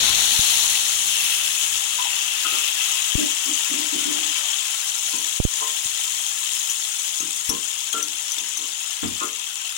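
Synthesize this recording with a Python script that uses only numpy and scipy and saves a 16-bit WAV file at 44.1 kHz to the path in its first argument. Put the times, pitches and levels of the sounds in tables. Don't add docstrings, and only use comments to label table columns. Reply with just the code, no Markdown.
import sys
import numpy as np
from scipy import signal
from scipy.fft import rfft, irfft
from scipy.io import wavfile
from scipy.ndimage import uniform_filter1d, minimum_filter1d

SR = 44100
rng = np.random.default_rng(int(sys.argv[2]) if len(sys.argv) > 2 else 0)


def dump(signal):
    limited = np.clip(np.atleast_2d(signal).T, -1, 1)
    pcm = np.round(limited * 32767).astype(np.int16)
    wavfile.write(sys.argv[1], SR, pcm)


N = 430857
KITCHEN_T60_S = 0.27
OFF_LEFT_DB = np.array([[0], [-13]])


def from_db(db):
    return 10 ** (np.asarray(db) / 20)


def decay(t, t60):
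    return from_db(-60 * t / t60)


def rms_one(x):
    return x / np.sqrt(np.mean(np.atleast_2d(x).mean(0) ** 2) + 1e-20)


def in_time(rows):
    s, *columns = np.transpose(rows)
    return [np.interp(np.arange(N) / SR, s, c) for c in columns]


def add(out, s, sound):
    i = max(0, round(s * SR))
    out[:, i:i + sound.shape[1]] += sound[:, :max(0, N - i)]


def drift(hz):
    r = np.exp(-80 * np.pi * hz / SR)
    slow = signal.lfilter([1], [1, -2 * r, r * r], rng.standard_normal(N // 40 + 2002))[2000:]
    return np.interp(np.arange(N) / 40, np.arange(len(slow)), rms_one(slow))


def colour(x, spectrum, size=4096):
    hz, *sides = np.transpose(spectrum)
    grid = np.log(np.maximum(np.fft.rfftfreq(size, 1 / SR), 1))
    cepstrum = irfft([np.log(from_db(np.interp(grid, np.log(hz), db))) for db in sides])
    cepstrum[:, 1:size // 2] *= 2
    cepstrum[:, size // 2 + 1:] = 0
    return signal.oaconvolve(x, irfft(np.exp(rfft(cepstrum))), axes=1)[:, :N]


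def cut(x, hz, kind, order=4):
    return signal.sosfilt(signal.butter(order, hz, kind, fs=SR, output="sos"), x)


def ring(x, hz, t60):
    r, w = decay(1 / SR, t60), 2 * np.pi * hz / SR
    feed = np.sqrt(1 - r * r) * np.array([1, 0, -1]) / 2
    return signal.lfilter(feed, [1, -2 * r * np.cos(w), r * r], x + 1e-18)


def diffuse(x, t60, wet_db):
    r = from_db(-120 / (t60 * SR))
    energy = signal.lfilter([1 - r], [1, -r], np.mean(x ** 2, axis=0) + 1e-18)
    return x + from_db(wet_db) * np.sqrt(energy) * rng.standard_normal((2, N))


def bursts(per_s, pitches, spread_db, cycles, crack):
    at = np.flatnonzero(rng.random(N) < per_s / SR)
    sizes = from_db(spread_db * np.minimum(rng.exponential(1, N), 5.5))[at]
    sizes *= rng.choice([-1, 1], N)[at]
    pitch_index, out = rng.integers(0, len(pitches), N)[at], np.zeros((2, N))
    for k, hz in enumerate(pitches):
        clicks = np.zeros(N)
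        clicks[at[pitch_index == k]] = sizes[pitch_index == k]
        pop = ring(clicks, hz, cycles / hz) + crack * clicks
        out += [np.roll(pop, rng.integers(30, 62)), pop]
    return out


def pings(per_s, t60, spread_db, low_hz=750, high_hz=9000):
    out, t = np.zeros((2, N)), np.arange(SR // 28) / SR
    for when, pitch, size, life, phase in rng.random((int(per_s * N / SR), 5)):
        hz = low_hz * (high_hz / low_hz) ** pitch ** .7
        turns = hz * t + np.array([[0], [phase]])
        height = np.sqrt(hz) * from_db(-spread_db * np.log(size + 0.015))
        add(out, when * N / SR, height * np.sin(2 * np.pi * turns) * decay(t, t60 * (.5 + life)))
    return out


def crackle(bursts_per_s=28000, cooling_s=6.3):
    per_s = bursts_per_s * np.exp(-np.arange(N) / SR / cooling_s) * from_db(.8 * drift(25))
    pops = bursts(per_s, np.linspace(1500, 15500, 36), spread_db=4.0, cycles=30, crack=.55)
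    pops = rms_one(diffuse(pops, t60=.03, wet_db=-4))
    juice = from_db(-8) * rms_one(pings(per_s=800, t60=.05, spread_db=2.1))
    grains = diffuse(pops + juice, KITCHEN_T60_S, wet_db=-3.0)
    return grains / np.sqrt(uniform_filter1d(np.mean(grains ** 2, axis=0), SR // 6) + 1e-12)


def fresh_water(boil_off_s=0.94, stir_s=4.54, rise_s=.15, dry_s=6.0):
    t = np.arange(N) / SR
    stirred = np.maximum(t - stir_s, 0)
    turned_up = .2 * (1 - np.exp(-stirred / rise_s)) * np.exp(-stirred / dry_s)
    return np.clip(1 / (1 + (t / boil_off_s) ** 4) + turned_up, 0, 1)


# f/Hz, left/dB, right/dB
WET_COLOUR = [(460, -31, -31.5), (750, -20, -13), (1440, -16, -25.5), (2220, -12, -21.5), (2650, -8, -23),
              (3250, -3, -22), (4180, -3.5, -15), (4970, -16, -23), (5340, -8.5, -15), (6570, -0.5, -19.5),
              (8200, -8, -33), (9800, -9.5, -11), (11000, -16, -7), (12900, -40, -19), (13540, -13, -22),
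              (15300, -31, -11.5)]
HOLLOW_COLOUR = [(457, -30, -36.5), (844, -17.5, -24.5), (1410, -12.5, -25.5), (2300, -13.5, -9),
                 (2580, 1, -27), (3250, 0.5, -17), (3970, -9.5, -22.5), (4530, -16, -15), (5670, -8, -14.5),
                 (6700, -3.5, -19), (8800, -7, -24), (9550, -6, -11.5), (11340, -16.5, -6),
                 (12600, -31, -19), (13750, -17.5, -36), (14700, -10.5, -13)]
SETTLED_COLOUR = [(438, -27, -32.5), (830, -15, -18.5), (1470, -17.5, -18), (2320, -8, -33.5),
                  (2630, -10, -33), (3250, 0, -20), (4190, -11.5, -25), (4370, -13.5, -27.5),
                  (5930, -5, -21), (6780, 2.5, -29), (8600, -6, -17), (9000, -4, -26), (10750, -30, -6.5),
                  (12300, -17, -21), (13500, -25, -25), (15800, -12, -19)]
# t/s, share/0-1
HOLLOW_SHARE = [(0, 0), (.45, 0.18), (1.0, 0.28), (1.3, 0.89), (1.7, 0.4), (2.6, .7), (3.5, 0.35),
                (8.6, 0.27), (9.77, .5)]
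# t/s, steam bubbles/dB, fine oil spray/dB
SIZZLE_LEVELS = [(0, -22.5, -25.5), (0.4, -26, -24), (0.75, -26.5, -24.0), (1.07, -29, -24.5),
                 (1.22, -27.5, -26.5), (1.45, -28.5, -26.5), (1.68, -29.5, -26.5), (2.15, -28.5, -29.5),
                 (2.9, -28, -28), (3.5, -29.5, -27.5), (4.4, -29.0, -30), (4.9, -31.5, -28.5),
                 (5.9, -32, -28.5), (6.6, -33, -28.5), (7.7, -35.0, -31.5), (8.9, -35, -33),
                 (9.77, -35.5, -34.5)]
def sizzle(surge_db=0.48, surge_hz=4.8):
    bubbles_db, spray_db = in_time(SIZZLE_LEVELS)
    water, hollow = fresh_water(), in_time(HOLLOW_SHARE)[0]
    settled = np.clip(1 - water - hollow, 0, 1)
    grains = crackle()
    blend = [(water, WET_COLOUR), (hollow, HOLLOW_COLOUR), (settled, SETTLED_COLOUR)]
    hiss = cut(sum(share * rms_one(colour(grains, tone)) for share, tone in blend), 568, "high")
    pan_ring = sum(from_db(db) * ring(grains, hz, t60) for hz, db, t60 in PAN_MODES[8:])
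    blips = pings(per_s=70, t60=0.084, spread_db=1.5, low_hz=680, high_hz=2200)
    bubbles = rms_one(cut(hiss, 4820, "low")) + from_db(-19.5) * rms_one(pan_ring)
    bubbles = rms_one(bubbles) + from_db(-20) * rms_one(blips)
    spray = rms_one(cut(hiss, 5730, "high"))
    surge = from_db(surge_db * drift(surge_hz))
    return (bubbles * from_db(bubbles_db) + spray * from_db(spray_db)) * surge


# f/Hz, left/dB, right/dB
RUSH_COLOUR = [(20, 1.5, -2), (50, -10, 0.5), (80, 6, 7), (108, -1.5, -17.5), (160, -1, -1.5),
               (303, -3.5, -6.5), (613, -8.5, -6), (1510, -56, -48)]
def burner(flame_db=-57.5, sink_db_per_s=0.86, steam_db=17, steam_s=.7):
    t = np.arange(N) / SR
    level_db = flame_db - sink_db_per_s * t + steam_db * np.exp(-t / steam_s)
    return from_db(level_db) * rms_one(colour(rng.standard_normal((2, N)), RUSH_COLOUR))


# t/s, push on the left port, push on the right port, upper edge/Hz
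MIC_BUMPS = [(0.105, .06, .0, 200), (0.392, 0.24, 0.12, 230), (3.153, -.8, 0.026, 340),
             (5.401, .0, 1.9, 656), (5.451, .0, -1.7, 455), (5.857, .0, .06, 250),
             (7.492, .16, -0.015, 400)]
def mic_bumps(relax_s=0.0065, port_hz=66):
    out, t = np.zeros((2, N)) + 1e-18, np.arange(SR // 10) / SR
    for s, left, right, edge_hz in MIC_BUMPS:
        thud = cut(np.exp(-t / relax_s), edge_hz, "low", order=3)
        add(out, s, np.outer([left, right], thud))
    return cut(out, port_hz, "high", order=1)


def kitchen(wet_db=-3.0):
    t = np.arange(SR // 2) / SR
    tail = rng.standard_normal((2, len(t))) * decay(t, KITCHEN_T60_S) * (1 - np.exp(-t / 0.0049))
    return (t == 0) + from_db(wet_db) * tail / np.sqrt(np.sum(tail ** 2, axis=1, keepdims=True))


# f/Hz, level/dB, t60/s before a contact's damping
PAN_MODES = [(88.9, 3, 0.63), (124, -14, 0.26), (179, -4, 0.45), (236, -2, 0.15), (269.8, -3.5, 0.35),
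             (303.3, 2, 0.21), (361.7, -1.5, 0.47), (444.8, 2.5, 0.43), (517, -11.5, 0.12),
             (601.2, -1.5, 0.41), (704, 2, 0.19), (798, 4, 0.18), (890, -5, 0.24), (955, 1, 0.096),
             (1005.6, 2, 0.074), (1069.6, 3.5, 0.14), (1240, 0, 0.024), (1300, 0, 0.033), (1392, 2.5, 0.17),
             (1440, -27, 0.14), (1580, -28, 0.41), (2083, -1, 0.1)]
def strike(centre_hz, octaves, damping, rise_s, drag_s, chatter=0.36):
    hz, db, t60 = np.transpose(PAN_MODES)[:, :, None]
    t = np.arange(SR // 4) / SR
    off_centre = np.log2(hz / centre_hz) / octaves
    strength = from_db(db + rng.normal(0, 0.64, hz.shape)) / (1 + off_centre ** 2) ** 2
    modes = strength * decay(np.maximum(t - drag_s, 0), t60 / damping) * (1 - np.exp(-t / rise_s))
    modes *= 1 + chatter * rms_one(cut(rng.standard_normal(len(t)), 66, "low", order=2))
    hz = hz * (1 + 0.017 * rng.standard_normal(hz.shape))
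    phases = rng.random((2, *hz.shape))
    direct = np.sum(modes * np.sin(2 * np.pi * (hz * t + phases)), axis=1)
    sound = signal.fftconvolve(direct, kitchen(), axes=1)[:, :len(t)]
    sound *= 1 - (t / t[-1]) ** 4
    return sound / np.abs(sound).max(axis=1, keepdims=True)


def scrape(band_hz=(500, 2000), length_s=0.035):
    t = np.arange(SR // 4) / SR
    grit = rng.standard_normal((2, len(t))) ** 3
    return rms_one(cut(grit, band_hz, "band", order=2)) * np.exp(-(t / length_s) ** 2)


# t/s, wall level/dB, wall centre/Hz, body level/dB, body centre/Hz, drag/s
SPOON_KNOCKS = [(1.985, -22.5, 1000, -66, 433, 0.027), (2.047, -26.5, 873, -67, 525, .02),
                (2.447, -23, 1300, -45.5, 353, 0.023), (2.519, -30, 1310, -42.5, 337, 0.052),
                (5.131, -34.5, 1000, -44, 264, 0.038), (5.609, -22.5, 1025, -45.5, 477, 0.02),
                (7.203, -36, 1250, -43.5, 238, .026), (7.497, -28.5, 1090, -33.5, 260, 0.036),
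                (7.94, -24.5, 1420, -39, 365, 0.037), (8.373, -44, 970, -52, 292, 0.079),
                (8.588, -41.5, 1100, -48, 370, 0.057), (9.027, -35, 1250, -29.5, 210, .022),
                (9.207, -21.5, 1220, -36.5, 346, 0.036)]
def spoon_knocks():
    out = np.zeros((2, N))
    for s, wall_db, wall_hz, body_db, body_hz, drag_s in SPOON_KNOCKS:
        wall = strike(wall_hz, octaves=0.25, damping=1.8, rise_s=0.0006, drag_s=drag_s, chatter=0.25)
        add(out, s, from_db(wall_db + np.array([[3.5], [0]])) * wall)
        add(out, s, from_db(body_db - 8.5) * scrape())
        body = strike(body_hz, octaves=1.0, damping=1.5, rise_s=0.0022, drag_s=drag_s, chatter=0.41)
        add(out, s, from_db(body_db + 10.5) * body)
    return out


# t/s, level/dB
PAN_TIPS = [(3.177, -19), (3.459, -29.5), (3.699, -26), (3.775, -30), (3.924, -25), (4.053, -24.5),
            (4.15, -30.5), (4.239, -39), (5.133, -35.5), (8.031, -41)]
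def pan_rocks(fall_back_s=.031, fall_back_db=-2.5):
    out = np.zeros((2, N))
    for tip_s, tip_db in PAN_TIPS:
        for s, db in [(tip_s, tip_db), (tip_s + fall_back_s, tip_db + fall_back_db)]:
            low = strike(298, octaves=0.3, damping=1.7, rise_s=0.0016, drag_s=0.032)
            octave = strike(590, octaves=0.22, damping=1.3, rise_s=.01, drag_s=0.042)
            add(out, s, from_db(db) * low + from_db(db - 19.5) * octave)
    return out


def spits(from_s=3.8, per_s=5, peak_db=-12, spread_db=3, band_hz=(3220, 9100), t60=0.0042):
    out, t = np.zeros((2, N)), np.arange(SR // 50) / SR
    span_s = N / SR - from_s
    for when, size in rng.random((int(per_s * span_s), 2)):
        crack = cut(rng.standard_normal((2, len(t))) * decay(t, t60), band_hz, "band", order=2)
        db = peak_db + spread_db * (2 * size - 1) + OFF_LEFT_DB
        add(out, from_s + when * span_s, from_db(db) * crack / np.abs(crack).max())
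    return out


# t/s, relative level/dB, f/Hz, ring t60/s
EDGE_TICKS = [(5.440, -5.5, 6600, .04), (6.698, -7.5, 6000, .06), (6.708, -8, 6960, .06),
              (7.204, -7, 6500, .05), (7.493, -8, 11100, 0.16), (7.494, -7, 5580, 0.26),
              (7.498, -7, 6100, .12), (7.928, -6.5, 6600, .04), (7.931, -10, 3250, .11),
              (8.027, -5.5, 6000, 0.062), (8.319, -7, 6090, 0.045), (8.383, -10, 3520, 0.058),
              (8.573, -8, 6160, 0.072)]
def spoon_ticks(snap_t60=0.057, crack_t60=0.044, crack_top_hz=13700):
    out, t = np.zeros((2, N)), np.arange(SR // 8) / SR
    for s, db, hz, t60 in EDGE_TICKS:
        noise = cut(rng.standard_normal((2, len(t))), [0.8 * hz, crack_top_hz], "band", order=2)
        crack = noise * decay(t, crack_t60)
        tone = np.sin(2 * np.pi * hz * t) * (decay(t, snap_t60) + 0.25 * decay(t, t60))
        add(out, s, from_db(db + OFF_LEFT_DB) * (0.4 * tone + 0.28 * crack))
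    return out


def scene():
    return sizzle() + spoon_ticks() + spoon_knocks() + pan_rocks() + mic_bumps() + burner() + spits()


def record(dry, ceiling_db=-2.0, release_db_per_s=75, ahead_s=0.03, top_hz=15900):
    over_db = np.maximum(20 * np.log10(np.abs(dry).max(axis=0) + 1e-9) - ceiling_db, 0)
    fall_db = release_db_per_s * np.arange(N) / SR
    held_db = np.maximum.accumulate(over_db + fall_db) - fall_db
    ahead = int(ahead_s * SR)
    duck_db = uniform_filter1d(-minimum_filter1d(-held_db, ahead), ahead)
    top_cut = signal.ellip(12, .1, 80, top_hz, fs=SR, output="sos")
    return signal.sosfilt(top_cut, dry * from_db(-duck_db))


dry = scene()
out = record(dry)
dump(out)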